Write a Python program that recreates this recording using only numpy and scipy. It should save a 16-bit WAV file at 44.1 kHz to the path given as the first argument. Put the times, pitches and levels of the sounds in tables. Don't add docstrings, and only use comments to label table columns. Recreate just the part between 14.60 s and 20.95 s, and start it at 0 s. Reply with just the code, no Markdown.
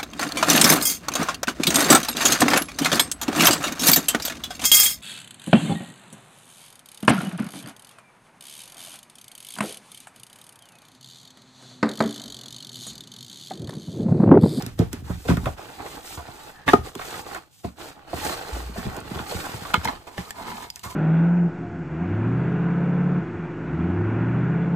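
import sys
import numpy as np
from scipy import signal
from scipy.fft import rfft, irfft, next_fast_len
from scipy.io import wavfile
from scipy.ndimage import uniform_filter1d, map_coordinates

SR = 44100
rng = np.random.default_rng(int(sys.argv[2]) if len(sys.argv) > 2 else 0)


def int16_out(signal):
    q = np.round(np.clip(np.atleast_2d(signal).T, -1, 1) * 32767)
    wavfile.write(sys.argv[1], SR, q.astype(np.int16))


N = 280035
BLOW_T = np.arange(SR // 2) / SR

# t/s, level/dB, relative softness corner f/Hz
THUMPS = [(0.028, -27.5, 168), (0.065, -26, 166), (0.193, -8.5, 194), (0.214, -16.5, 119),
          (0.331, -27, 262), (0.424, -30, 84), (0.5, -19, 114), (0.688, -11.5, 259), (0.701, -11.5, 157),
          (0.712, -13.5, 174), (0.736, -21, 172), (0.772, -19, 154), (0.86, -20, 130), (1.575, -31, 102),
          (1.684, -38.5, 159), (2.078, -41, 287), (2.134, -15, 346), (2.184, -24, 107), (2.356, -30, 360),
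          (3.045, -23, 257), (3.537, -27.5, 192), (4.091, -33, 270), (4.178, -26, 233), (4.25, -27, 202),
          (4.265, -21, 158), (4.376, -31, 260), (4.414, -40, 200), (4.511, -25.5, 219), (4.556, -26.5, 202),
          (4.597, -29.5, 168), (4.747, -26, 128), (4.94, -27.5, 156), (5.015, -37, 222), (5.173, -22, 113),
          (5.253, -28.5, 196), (5.582, -25, 175), (6.258, -33.5, 91)]
# t/s, level/dB, hardness f/Hz, skid/s
KNOCKS = [(0.196, -23, 397, 0.025), (0.502, -34.5, 960, 0.013), (0.649, -33, 524, 0.021),
          (0.686, -24.5, 1290, 0.0036), (0.7, -25, 1190, 0.0095), (0.714, -29.5, 1000, 0.013),
          (0.7705, -29.5, 1290, 0.0013), (0.842, -42, 1090, 0.0018), (0.858, -25.5, 1360, 0.0012),
          (0.866, -23.5, 685, 0.014), (0.876, -33.5, 890, 0.015), (0.991, -36, 760, 0.0036),
          (1.196, -38.5, 1020, 0.0075), (1.263, -35, 870, 0.001), (1.573, -36, 930, 0.016),
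          (1.592, -37, 830, 0.012), (1.683, -37, 860, 0.0018), (2.352, -37.5, 945, 0.0017),
          (2.394, -30, 1010, 0.00051), (2.416, -34, 1280, 0.0076), (2.523, -36.5, 854, 0.0041),
          (2.541, -34.5, 1525, 0.005), (2.712, -36, 1190, 0.0073), (2.748, -31, 1493, 0.0024),
          (2.758, -33.5, 1280, 0.0096), (3.044, -31.5, 800, 0.0079), (3.53, -24.5, 680, 0.0013),
          (3.718, -31, 1160, 0.027), (3.96, -33.5, 760, 0.012), (3.999, -38.5, 990, .006),
          (4.158, -35, 670, 0.0061), (4.176, -43, 905, 0.0074), (4.292, -40.5, 1190, 0.0018),
          (4.369, -36, 830, 0.0075), (4.591, -31, 1360, 0.0012), (4.72, -27.5, 600, 0.0099),
          (4.8, -36, 1800, 0.0015), (4.851, -32, 1340, 0.015), (4.885, -37, 1160, 0.028),
          (5.051, -32.5, 1250, 0.0086), (5.104, -35.5, 1510, .002), (5.474, -40.5, 970, 0.0067),
          (6.165, -47.5, 1900, 0.011), (6.236, -36, 1170, 0.038), (6.311, -50, 1050, 0.0076)]
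# t/s, level/dB, point of contact, skid/s
SLAMS = [(2.0785, -21.5, "base", 0.002), (2.079, -15.5, "edge", 0.0018), (2.086, -14.5, "edge", 0.014),
         (2.1336, -5.5, "base", 0.0037), (2.139, -15.5, "base", 0.0031), (2.149, -22.5, "base", 0.0076),
         (5.136, -24.5, "side", 0.0066), (5.1409, -10, "corner", 0.005), (5.152, -25, "corner", 0.0143),
         (5.251, -21, "side", 0.0084), (5.275, -24, "corner", 0.0049), (5.2834, -21, "side", 0.0073),
         (5.291, -26, "side", 0.01)]
# t/s, level/dB, ring f/Hz, ring against crack/dB
TICKS = [(0.023, -32.5, 3200, -21), (0.064, -32, 3395, -26), (0.191, -32, 3290, -15.5),
         (0.33, -30, 3300, -12.5), (0.683, -39, 3560, 2), (0.77, -36, 3700, -6), (0.858, -39, 3000, -1),
         (2.089, -32.5, 5730, -14), (2.353, -35, 3400, -2), (2.747, -37, 4000, -18.5),
         (4.366, -38.5, 8350, -9), (4.403, -42.5, 8600, -1), (5.142, -29, 7160, -4.5),
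         (5.247, -28.5, 7940, -7), (5.254, -32, 5400, -3), (5.707, -32.5, 7400, -5),
         (6.102, -29.5, 4930, 3.5), (6.159, -34, 7000, -20), (6.194, -41, 4600, -14),
         (6.237, -39.5, 4640, -3.5)]
# t/s, level/dB
RIM_CATCHES = [(5.58, -28), (5.707, -32), (6.028, -40)]
# f/Hz, level/dB, t60/s
RIM_MODES = [(810, -6, 0.11), (1766, 8, 0.028), (1964, -7, 0.068), (2970, -1, 0.031)]
BOX_HZ = [72, 119, 175, 238, 285, 393, 490, 700, 862, 985, 1141, 1233, 1450, 1710, 1845, 2140, 2558, 3134,
          3600, 4000]
BOX_WIDTH_HZ = [10.8, 26, 24.3, 50, 81, 55, 95, 68, 45, 71, 66, 34, 142, 77, 91, 94, 60, 260, 180, 270]
BOX_MODE_DB = { "lid": [-2, -2, 1, 3.5, 2.5, 7.5, 3, 9, -4, 5.5, -1.5, 6, -1.5, 2.5, 1.5, 8, 4.5, 1, 6.5,
               -14.5], "edge": [-17.5, -2.5, -13.5, -2.5, 1.5, -7.5, -3.5, -1, 2, -3, 2.5, -5, -8.5, 4, 4.5,
               1.5, 0, -11, -8.5, -18], "base": [1.5, -4, -4.5, -3.5, -4, 2.5, -3, 7, 7, -3, -13.5, 2, -7.5,
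               -15, -11, -25.5, -37.5, -36.5, -41, -45], "corner": [-27, -9, -3, -11.5, -14, 0, -7, -3, 0,
               -1, -6.5, 7, 1.5, -4, -3, 5, -4.5, -4, -9.5, -7.5], "side": [-20, -15, -2.5, 1.5, -5.5, -6,
               -14, -2, 4, 4.5, -5.5, 0, -10.5, -7.5, -12.5, -6, -14, -17, -23.5, -15]}

# t/s, relative scrape of card on wood/dB, relative hiss of skin on card/dB
EASE_SLIDE = [(0.96, -28.5, -46), (1.0, -41.5, -50), (1.17, -46.5, -50), (1.21, -38, -50.5),
              (1.3, -45, -44), (1.37, -40, -46), (1.42, -47.5, -51.5), (1.45, -45.5, -43),
              (1.54, -44, -38.5), (1.62, -45.5, -51.5), (1.89, -46, -49), (2.04, -52, -67)]
# t/s, relative scrape/dB, relative hiss/dB
PUSH_SLIDE = [(3.44, -47, -66), (3.56, -38.5, -41.5), (3.675, -30, -31), (3.801, -38.5, -44.5),
              (3.98, -37.5, -42.5), (4.14, -46.5, -52.5), (4.182, -36, -40.5), (4.31, -39, -49.5),
              (4.37, -36.5, -47), (4.43, -44, -57), (4.48, -41, -49.5), (4.55, -35, -43.5),
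              (4.66, -39.5, -45.5), (4.703, -35.5, -37), (4.94, -36.5, -42), (5.12, -39.5, -44),
              (5.34, -41.5, -52), (5.46, -60, -62)]
# start t/s, length/s, scrape level/dB, hiss level/dB
RUBS = [(0.0, 0.0061, -36.5, -47), (0.176, 0.034, -38, -61), (0.322, 0.014, -44, -64),
        (0.421, 0.12, -44, -50.5), (0.513, 0.234, -52, -49.5), (0.638, 0.29, -47, -53),
        (2.221, 0.066, -41, -47), (2.31, 0.28, -37, -42.5), (2.601, 0.17, -39, -47.5),
        (2.896, 0.11, -78, -56.5), (3.03, 0.03, -43.5, -50), (3.148, 0.14, -39, -47.5),
        (3.332, 0.091, -48.5, -86), (5.466, 0.015, -44, -52), (5.475, 0.22, -47, -50.5),
        (5.728, 0.11, -38, -48.5), (5.839, 0.085, -35.5, -46), (5.907, 0.14, -41, -47),
        (6.108, 0.097, -60.5, -56), (6.228, 0.022, -40.5, -39.5), (6.288, 0.028, -43.5, -46.5)]
# start t/s, length/s, level/dB
BRUSHES = [(0.01, 0.082, -44), (0.175, 0.019, -34), (0.308, 0.038, -41), (0.668, 0.021, -25.5),
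           (0.84, 0.027, -38), (2.056, 0.056, -28), (2.106, 0.034, -38.5), (5.219, 0.024, -31.5),
           (5.26, 0.011, -36), (5.562, 0.019, -33)]
# middle t/s, level/dB, half length/s, mean slip rate f/Hz
SLIPS = [(1.995, -54, .065, 1740), (3.945, -31, .02, 60), (4.045, -35, .095, 59)]
# start t/s, length/s, relative level/dB
GRIPS = [(0.0, 0.59, -40.5), (0.651, 0.18, -35), (0.829, 0.079, -35), (2.059, 0.19, -37.5),
         (3.908, 0.62, -45.5), (4.913, 0.49, -47), (5.963, 0.22, -54)]

# f/Hz, level/dB per Hz
SCRAPE_COLOUR = [(100, -5.5), (220, -4.5), (400, 3.5), (560, -6), (730, 5.5), (1000, -2.5), (1500, -5.5),
                 (2200, -11.5), (4000, -30), (8000, -58)]
# f/Hz, level/dB per Hz
RASP_COLOUR = [(700, -28), (1500, -7.5), (2600, -3.5), (3400, -5), (4400, -4), (6000, -17.5),
               (10000, -67.5)]
# f/Hz, level/dB per Hz
HISS_COLOUR = [(1500, -18), (3500, -3), (5500, -1), (8000, 0), (11000, -2.5), (14300, -3), (15100, -22)]
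# f/Hz, level/dB per Hz
SNAG_COLOUR = [(300, -7.5), (1400, -2.5), (4500, -31), (10000, -42)]
# f/Hz, level/dB per Hz
RUMBLE_COLOUR = [(20, -30), (40, 0), (60, -2), (90, 0.5), (180, -11), (300, -15), (600, -40.5)]

# f/Hz, t60/s
ROOM_T60 = [(70, 0.18), (300, 0.2), (1500, 0.18), (5000, 0.18), (14000, 0.015)]
# f/Hz, correlation
PORT_LIKENESS = [(80, 0.7), (200, 0.8), (500, 0), (3000, 0)]
# f/Hz, lag/s
PORT_LAG = [(300, .0001), (2300, .00013), (4500, -.000136), (15000, -.000136)]
# f/Hz, level/dB
PORT_BALANCE = [(150, 0), (400, -4), (1000, -2), (3000, -1.5), (9000, -.5)]

HELD_UNTIL_S, HELD_LOSS = 0.75, 0.6
UPRIGHT_S, TIPPING_S = 5.2, 0.4
FIRST_BLOW = 2.3
SWELL_SHARE = 0.31
RELEASE_DB_PER_S = 246.5


def box_ring(place, loss=1):
    ring = 0
    for k, (hz, width, db) in enumerate(zip(BOX_HZ, BOX_WIDTH_HZ, BOX_MODE_DB[place])):
        decay = np.exp(-np.pi * loss * width * BLOW_T)
        ring = ring + (-1) ** k * amp(db) * width * decay * np.cos(2 * np.pi * hz * BLOW_T)
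    return ring


def contact_force(skid):
    force = rng.standard_normal(len(BLOW_T)) * np.exp(-(BLOW_T / skid) ** 4)
    force /= np.linalg.norm(force)
    force[0] += FIRST_BLOW * np.exp(-skid / 0.011)
    return force


def ring_panels(force, ring):
    return signal.fftconvolve(force, ring / np.linalg.norm(ring))[:len(BLOW_T)]


def slams(crack_db=-13, crack_hz=2800):
    out = np.zeros((2, N))
    for s, db, place, skid in SLAMS:
        force = contact_force(skid)
        panels = ring_panels(force, box_ring(place))
        crack = amp(crack_db) * filtered(force, lambda f: 1 / (1 + 1j * f / crack_hz))
        add(out, s, db, in_room(panels + crack, near_db=-1.5, room_db=-15.5, near_t60=0.011))
    return out


def thumps(ring, gain_db=-2, damping=0.71):
    out = np.zeros((2, N))
    held = box_ring("lid", HELD_LOSS)
    for s, db, corner_hz in THUMPS:
        body = held if s < HELD_UNTIL_S else ring
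        push = filtered(body, lambda f: lowpass(f, 0.87 * corner_hz, damping) * lowpass(f, 590, 1.88))
        start = s - .5 / corner_hz
        add(out, start, db + gain_db, in_room(push, near_db=-3, room_db=-10.5))
    return out


def knocks(ring, card_db=2, bass_cut=0.28):
    out = np.zeros((2, N))
    for s, db, hard_hz, skid in KNOCKS:
        force = contact_force(skid)
        body = amp(card_db) * force + ring_panels(force, ring)
        contact = lambda f: 1j * f * lowpass(f, hard_hz, 0.62) * lowpass(f, 2.16 * hard_hz, 3.4)
        radiation = lambda f: 1j * f / (1j * f + bass_cut * hard_hz)
        knock = filtered(body, lambda f: contact(f) * radiation(f))
        add(out, s, db, in_room(knock, near_db=-2.5, room_db=-12))
    return out


def rim_catches(crack_db=-4, crack_t60=0.014):
    out = np.zeros((2, N))
    rim = sum(amp(db - 60 * BLOW_T / t60) * np.sin(2 * np.pi * hz * BLOW_T) for hz, db, t60 in RIM_MODES)
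    for s, db in RIM_CATCHES:
        crack = filtered(fading_noise(crack_t60), lambda f: lowpass(f, 2400, 1))
        add(out, s, db, in_room(unit(rim) + amp(crack_db) * unit(crack), near_db=-8, room_db=-14))
    return out


def ticks(crack_t60=0.013, nail_t60=0.011):
    out = np.zeros((2, N))
    for s, db, ring_hz, ring_db in TICKS:
        colour = lambda f: f ** 2 * lowpass(f, .5 * ring_hz, 1.2) * lowpass(f, 12000, 1.3)
        crack = filtered(fading_noise(crack_t60), colour)
        ping = np.sin(2 * np.pi * ring_hz * BLOW_T) * amp(-60 * BLOW_T / nail_t60)
        tick = unit(crack) + amp(ring_db) * unit(ping)
        add(out, s, db, in_room(tick, near_db=-10, room_db=-19, near_t60=.04))
    return out


def friction(spectrum, catches_per_s, grit, catch_s, scatter_db):
    catches = (rng.random(N) < catches_per_s / SR) * rng.rayleigh(.7, size=N)
    bursts = 1 + grit * signal.lfilter([1], [1, -np.exp(-1 / (catch_s * SR))], catches)
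    noise = bursts * rng.standard_normal((3, N))
    direct, a, b = filtered(noise, lambda f: amp(along(spectrum, f)))
    return unit(at_ports(direct, amp(scatter_db) * a, amp(scatter_db) * b))


def shifting(x):
    z = signal.stft(x, nperseg=1024)[2]
    field = uniform_filter1d(rng.standard_normal(z.shape[1:]), size=3, axis=0)
    field = uniform_filter1d(field, size=5, axis=1)
    depth_db = 2.7
    return unit(signal.istft(z * amp(depth_db * unit(field)), nperseg=1024)[1][:, :N])


def gesture(start, length, attack):
    age = np.maximum(np.arange(N) / SR - start, 0)
    return (1 - np.exp(-(age / attack) ** 2)) * amp(-RELEASE_DB_PER_S * np.maximum(age - length, 0))


def rubbing(slide_scrape_db=1.0, slide_hiss_db=-1.83, slide_attack_s=0.021, resting_db=-68):
    power = np.full((2, N), amp(resting_db) ** 2)
    for slide in (EASE_SLIDE, PUSH_SLIDE):
        start, end = slide[0][0], slide[-1][0]
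        levels = np.array(curves(slide)) + [[slide_scrape_db], [slide_hiss_db]]
        power += (amp(levels) * gesture(start, end - start, slide_attack_s)) ** 2
    for start, length, scrape_db, hiss_db in RUBS:
        rub = gesture(start, length, SWELL_SHARE * length)
        power += (amp([[scrape_db], [hiss_db]]) * rub) ** 2
    return 10 * np.log10(power)


def scraping(ring, panel_db=-8, upright_db=3.0, free_card_db=-7):
    through = lambda x, modes: unit(signal.fftconvolve(x, modes[None], axes=1)[:, :N])
    rub = friction(SCRAPE_COLOUR, catches_per_s=100, grit=1.7, catch_s=0.0012, scatter_db=0.5)
    flat = unit(rub + amp(panel_db) * through(rub, ring))
    coarse = [(100, -2.0), (1000, -1), (6000, -8)]  # f/Hz, level/dB per Hz
    grate = friction(coarse, catches_per_s=130, grit=2.45, catch_s=0.00085, scatter_db=2.0)
    stood = unit(through(grate, box_ring("side")) + amp(free_card_db) * rub)
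    upright = np.clip((np.arange(N) / SR - UPRIGHT_S) / TIPPING_S, 0, 1)
    return shifting(np.sqrt(1 - upright) * flat + amp(upright_db) * np.sqrt(upright) * stood)


def sliding(ring, drag_db, stroke_db, rasp_db=-3, judder_db=0.89):
    judder = judder_db * wobble(45)
    scrape = amp(drag_db + judder) * scraping(ring)
    rasp_level = amp((drag_db + stroke_db) / 2 + rasp_db + 0.75 * judder)
    rasp = friction(RASP_COLOUR, catches_per_s=260, grit=0.87, catch_s=0.0038, scatter_db=31)
    skin = friction(HISS_COLOUR, catches_per_s=140, grit=0.4, catch_s=0.002, scatter_db=-6.5)
    return scrape + rasp_level * shifting(rasp) + amp(stroke_db + judder) * skin


def snagging(drag_db, snag_db=-11):
    snags = friction(SNAG_COLOUR, catches_per_s=70, grit=14, catch_s=0.0017, scatter_db=-7.5)
    return amp(drag_db + snag_db) * snags


def slipping():
    t = np.arange(N) / SR
    out = np.zeros(N)
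    for s, db, half, hz in SLIPS:
        phase = 2 * np.pi * np.cumsum(hz * (1 + .065 * wobble(600))) / SR
        level = amp(db + 2 * wobble(70)) * np.exp(-((t - s) / half) ** 4)
        out += level * unit(np.sin(phase))
    return np.array([out, out])


def brushing(attack_s=0.021):
    sweep = sum(amp(db) * gesture(start, length, attack_s) for start, length, db in BRUSHES)
    # f/Hz, level/dB per Hz
    skin = [(500, 6.0), (1500, 3.5), (3500, -2.0), (6000, -7.0), (9000, -11.5), (14000, -14.5), (15500, -51.5)]
    return sweep * friction(skin, catches_per_s=1000, grit=0.13, catch_s=0.00027, scatter_db=3.5)


def flexing(drag_db, flex_db=-1, dragged_db=-13, lumps_db=2, attack_s=0.0071):
    bend = sum(amp(db) * gesture(start, length, attack_s) for start, length, db in GRIPS)
    level = np.hypot(bend, amp(drag_db + dragged_db))
    rumble = friction(RUMBLE_COLOUR, catches_per_s=35, grit=1, catch_s=0.0018, scatter_db=2.0)
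    return level * amp(flex_db + lumps_db * wobble(38)) * rumble


def room_tone(level_db=-63):
    # f/Hz, level/dB per Hz
    hush = [(25, -22.5), (100, 17.0), (400, -4.0), (1500, -40), (5000, -61), (15000, -35.0)]
    return amp(level_db) * unit(filtered(rng.standard_normal((2, N)), lambda f: amp(along(hush, f))))


def in_room(x, near_db, room_db, near_t60=0.076):
    hz, t, z = signal.stft(rng.standard_normal((2, len(BLOW_T))), SR, nperseg=256)
    fade = amp(-60 * t / along(ROOM_T60, hz)[:, None])
    tail = signal.istft(z * fade, SR, nperseg=256)[1][:, :len(BLOW_T)]
    near = rng.standard_normal(tail.shape) * amp(-60 * BLOW_T / near_t60)
    echoes = (amp(near_db) * unit(near) + amp(room_db) * unit(tail)) / np.sqrt(len(BLOW_T))
    return at_ports(x, *signal.fftconvolve(x[None], echoes, axes=1)[:, :len(x)])


def at_ports(direct, a, b):
    turn = lambda f: np.arccos(np.clip(along(PORT_LIKENESS, f), -1, 1)) / 2
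    mid, side = filtered(np.array([a, b]), lambda f: np.array([np.cos(turn(f)), np.sin(turn(f))]))
    ports = np.array([[.5], [-.5]])
    pair = filtered(direct, lambda f: np.exp(-2j * np.pi * f * ports * along(PORT_LAG, f)))
    heard = pair + np.array([mid + side, mid - side])
    return filtered(heard, lambda f: amp(ports * along(PORT_BALANCE, f)))


def add(track, s, db, sound):
    power = uniform_filter1d(np.mean(sound ** 2, axis=0), size=441).max()
    part = track[:, max(round(s * SR), 0):][:, :len(BLOW_T)]
    part += amp(db) * sound[:, :part.shape[1]] / np.sqrt(power)


def amp(db):
    return 10 ** (np.asarray(db) / 20)


def unit(x):
    return x / np.sqrt(np.mean(x ** 2) + 1e-20)


def fading_noise(t60):
    return rng.standard_normal(len(BLOW_T)) * amp(-60 * BLOW_T / t60)


def along(points, hz):
    f, v = np.transpose(points)
    return np.interp(np.log(hz + 1), np.log(f + 1), v)


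def curves(rows):
    s, *cols = np.transpose(rows)
    return [np.interp(np.arange(N) / SR, s, c) for c in cols]


def wobble(rate):
    knots = rng.standard_normal(int(N * rate / SR) + 4)
    return map_coordinates(knots, [np.arange(N) * rate / SR])


def filtered(x, response):
    n = x.shape[-1]
    m = next_fast_len(n + 4096, True)
    return irfft(rfft(x, m) * response(np.fft.rfftfreq(m, 1 / SR)), m)[..., :n]


def lowpass(hz, corner_hz, damping):
    return 1 / (1 - (hz / corner_hz) ** 2 + 1j * damping * hz / corner_hz)


def scene():
    ring = box_ring("lid")
    drag_db, stroke_db = rubbing()
    blows = slams() + thumps(ring) + knocks(ring) + rim_catches() + ticks()
    rubs = sliding(ring, drag_db, stroke_db) + snagging(drag_db) + slipping() + brushing()
    return blows + rubs + flexing(drag_db) + room_tone()


def record(dry):
    top_hz = 15000
    return filtered(np.clip(dry, -1, 1), lambda hz: hz < top_hz)


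dry = scene()
out = record(dry)
int16_out(out)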